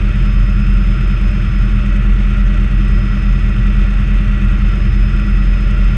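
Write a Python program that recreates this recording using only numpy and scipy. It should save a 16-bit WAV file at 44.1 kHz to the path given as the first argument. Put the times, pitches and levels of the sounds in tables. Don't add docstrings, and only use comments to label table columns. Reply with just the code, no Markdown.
import sys
import numpy as np
from scipy import signal
from scipy.fft import rfft, irfft
from scipy.io import wavfile
from scipy.ndimage import uniform_filter1d, minimum_filter1d

SR = 44100
rng = np.random.default_rng(int(sys.argv[2]) if len(sys.argv) > 2 else 0)


def to_wav(sig):
    pcm = np.clip(np.atleast_2d(sig), -1, 1) * 32767
    pcm = np.round(pcm).astype(np.int16)
    wavfile.write(sys.argv[1], SR, pcm.T)


N = 263269
TIME_S = np.arange(N) / SR
BINS_HZ = np.fft.rfftfreq(N, 1 / SR)
ROTOR_HZ, TAIL_BLADE_HZ = 5.872, 43.47
MAIN_BLADE_HZ = 2 * ROTOR_HZ


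def undb(db):
    return 10 ** (np.asarray(db) / 20)


def curve(table):
    times_s, values = np.transpose(table)
    return np.interp(TIME_S, times_s, values)


def wander(rate_hz):
    lowpass = np.exp(-(BINS_HZ / rate_hz) ** 2) * (BINS_HZ > 0)
    drift = irfft(rfft(rng.standard_normal(N)) * lowpass, N)
    return drift / drift.std()


def tone(cycles):
    return np.sqrt(2) * np.sin(2 * np.pi * (cycles + rng.random()))


def wavering_tones(table, flutter_db, flutter_hz, sway_cycles):
    return sum(undb(db + flutter_db * wander(flutter_hz)) * tone(hz * TIME_S + sway_cycles * wander(1.34))
               for hz, db in table)


def noise(density):
    return irfft(rfft(rng.standard_normal(N)) * density, N) * np.sqrt(SR / 2)


def broad_noise(spectrum):
    hz, db = np.transpose(spectrum)
    density = undb(np.interp(np.log(BINS_HZ + 1e-9), np.log(hz), db))
    return noise(density / np.maximum(BINS_HZ / hz[-1], 1) ** 6)


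def resonant_noise(modes):
    power = sum((undb(db) / (1 + 2 * ((BINS_HZ - hz) / width_hz) ** 2)) ** 2
                for hz, width_hz, db in modes)
    return noise(np.sqrt(power))


# order, level/dB re drone_db
TAIL_HARMONICS = [(1, 0), (2, -17.5), (3, -16.5), (4, -24.5), (5, -38.5), (6, -38), (8, -35.5), (10, -47),
                  (19, -62.5)]


def tail_rotor(drone_db=-11, drift_db=0.7, flutter_db=0.2, sway_cycles=0.0059):
    cycles = TAIL_BLADE_HZ * TIME_S + sway_cycles * wander(4)
    drone = 0
    for order, db in TAIL_HARMONICS:
        swell_db = (drift_db if order == 1 else flutter_db) * wander(2)
        drone += undb(drone_db + db + swell_db) * tone(order * cycles)
    return drone


# order, rms level/dB
MAIN_HARMONICS = [(1, -39), (2, -49), (3, -35), (4, -38), (5, -31.5), (6, -28), (7, -34), (9, -38.5),
                  (10, -34)]


def main_rotor(flutter_db=2):
    cycles = MAIN_BLADE_HZ * TIME_S
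    return sum(undb(db + flutter_db * wander(1)) * tone(order * cycles) for order, db in MAIN_HARMONICS)


# f/Hz, rms level/dB
HUM_TONES = [(37.6, -25), (41.1, -27), (63.46, -36), (66.91, -34), (76.8, -42), (102.3, -36.5),
             (110.42, -30.5), (146.0, -36.5), (195.21, -28.5), (204.57, -26)]


def hums():
    return wavering_tones(HUM_TONES, flutter_db=1, flutter_hz=2.4, sway_cycles=0.028)


# f/Hz, rms level/dB
GEAR_TONES = [(574.9, -64), (580.7, -55), (1161.3, -50.5), (1741.6, -58), (1789, -59), (1925, -48),
              (2305, -62), (2386, -60.5), (2717.3, -48.5), (5012, -73), (5225, -77), (5319, -80),
              (5857, -75)]


def gears():
    return wavering_tones(GEAR_TONES, flutter_db=2, flutter_hz=5, sway_cycles=0.08)


def throbbing_gear(pitch_hz=595.7, mean_db=-54, depth_db=5, peak_s=0.125, flutter_db=1.5):
    load = np.cos(2 * np.pi * ROTOR_HZ * (TIME_S - peak_s))
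    level_db = mean_db + depth_db * load + flutter_db * wander(5)
    return undb(level_db) * tone(pitch_hz * TIME_S + 0.066 * wander(2))


# t/s, f/Hz
TURBINE_PITCH = [(0, 5110), (1.1, 5123), (1.6, 5116), (3.3, 5119), (5.97, 5112)]
# t/s, level/dB re gain_db
TURBINE_LEVEL = [(0.05, -62), (0.25, -55.5), (1.57, -56), (2.13, -66.5), (2.21, -62), (2.67, -63.5),
                 (2.95, -55), (4.45, -64.5), (4.83, -55), (5.97, -57)]


def turbine(gain_db=4, flutter_db=1, sway_cycles=0.059):
    cycles = np.cumsum(curve(TURBINE_PITCH)) / SR + sway_cycles * wander(23)
    level_db = gain_db + curve(TURBINE_LEVEL) + flutter_db * wander(22)
    return undb(level_db) * tone(cycles)


def gear_mesh(pitch_hz=1943.2, start_db=-48.5, rise_db=5, midpoint_s=1.8, rise_s=0.15, flutter_db=1.5):
    ramp = np.clip((TIME_S - midpoint_s) / rise_s + 0.5, 0, 1)
    level_db = start_db + rise_db * ramp + flutter_db * wander(12)
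    return undb(level_db) * tone(pitch_hz * TIME_S + 0.059 * wander(2.1))


# f/Hz, level/dB in 1 Hz
BOOM_SPECTRUM = [(14, -69.5), (26, -56.5), (33, -46.5), (38, -44), (50, -50), (74, -42.5), (84, -52.5),
                 (112, -39.5), (135, -47), (178, -49.5), (205, -47.5), (235, -63.5), (330, -89.5)]


def airflow(gust_db=1):
    return undb(gust_db * wander(3)) * broad_noise(BOOM_SPECTRUM)


# f/Hz, level/dB in 1 Hz
RUSH_SPECTRUM = [(150, -74.5), (260, -68), (470, -66), (500, -72.5), (700, -73.5), (910, -77),
                 (1250, -70.5), (2300, -68.5), (2900, -74), (3600, -78.5), (3950, -88), (4650, -88),
                 (4900, -100), (7000, -108)]
# f/Hz, width/Hz, level/dB in 1 Hz
PANEL_MODES = [(328.5, 44, -56), (591, 43, -65), (813, 36, -72.5), (1088, 52, -71), (1751, 43, -66.5),
               (2187, 70, -69.5), (3075, 160, -74.5), (3575, 190, -77.5), (4270, 160, -85),
               (5780, 1240, -91.5), (6420, 290, -92.5)]


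def transmission(flicker_db=1.3, swell_db=0.41, shake_db=0.8):
    rush = broad_noise(RUSH_SPECTRUM)
    panels = undb(flicker_db * wander(44)) * resonant_noise(PANEL_MODES)
    shake = np.cos(2 * np.pi * TAIL_BLADE_HZ * TIME_S)
    return undb(swell_db * wander(1.3) + shake_db * shake) * (rush + panels)


# f/Hz, width/Hz, level/dB in 1 Hz
CASING_MODES = [(1257, 42, -64.5), (1366, 91, -59.5), (1433, 180, -66), (2505, 84, -66.5), (2583, 56, -64)]


def gearbox(flutter_db=0.65):
    return undb(flutter_db * wander(12)) * resonant_noise(CASING_MODES)


def knock_envelope(decay_s, rise_s, buzz, blade_db, first_s=0.0193, scatter_db=1.5):
    knock_hz = 5 * ROTOR_HZ
    index, fraction = np.divmod((TIME_S - first_s) * knock_hz + 1, 1)
    age_s = fraction / knock_hz
    burst = np.exp(-age_s / decay_s) * (1 - np.exp(-age_s / rise_s)) ** 2
    strengths = undb(scatter_db * rng.standard_normal(int(index[-1]) + 1))
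    knocks = strengths[index.astype(int)] * burst / burst.max()
    blade_gain = undb(blade_db * np.cos(2 * np.pi * MAIN_BLADE_HZ * TIME_S))
    envelope = np.hypot(buzz, knocks) * blade_gain
    return envelope / np.sqrt(np.mean(envelope ** 2))


# f/Hz, level/dB in 1 Hz
RASP_SPECTRUM = [(1500, -93), (2500, -75.5), (3400, -82.5), (4100, -96), (5000, -103), (6600, -90),
                 (7100, -103), (7600, -99), (8400, -99), (9000, -102), (10000, -107), (11700, -110),
                 (12300, -117), (15000, -123)]
# f/Hz, width/Hz, level/dB in 1 Hz
FITTING_MODES = [(2550, 100, -72.5), (6450, 300, -98.5), (7900, 200, -91), (8500, 190, -101),
                 (9380, 590, -99), (13300, 500, -113)]


def loose_fitting():
    rasp = knock_envelope(decay_s=0.0029, rise_s=0.002, buzz=0.67, blade_db=3.5)
    rasp *= broad_noise(RASP_SPECTRUM)
    ring = knock_envelope(decay_s=0.0026, rise_s=0.0017, buzz=0.32, blade_db=-0.5)
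    ring *= resonant_noise(FITTING_MODES)
    return rasp + ring


def scene():
    drivetrain = hums() + gears() + throbbing_gear()
    rotors = main_rotor() + tail_rotor()
    whines = turbine() + gear_mesh()
    noises = airflow() + transmission() + gearbox() + loose_fitting()
    return (rotors + drivetrain + whines + noises)[None]


def record(dry):
    ceiling, window_samples, cutoff_hz = 0.76, SR // 50, 15500
    allowed_gain = np.minimum(1, ceiling / (np.abs(dry) + 1e-9))
    held_gain = minimum_filter1d(allowed_gain, window_samples)
    smooth_gain = uniform_filter1d(held_gain, window_samples)
    lowpass = signal.ellip(8, 0.2, 70, cutoff_hz, fs=SR, output="sos")
    return signal.sosfilt(lowpass, smooth_gain * dry)


dry = scene()
out = record(dry)
to_wav(out)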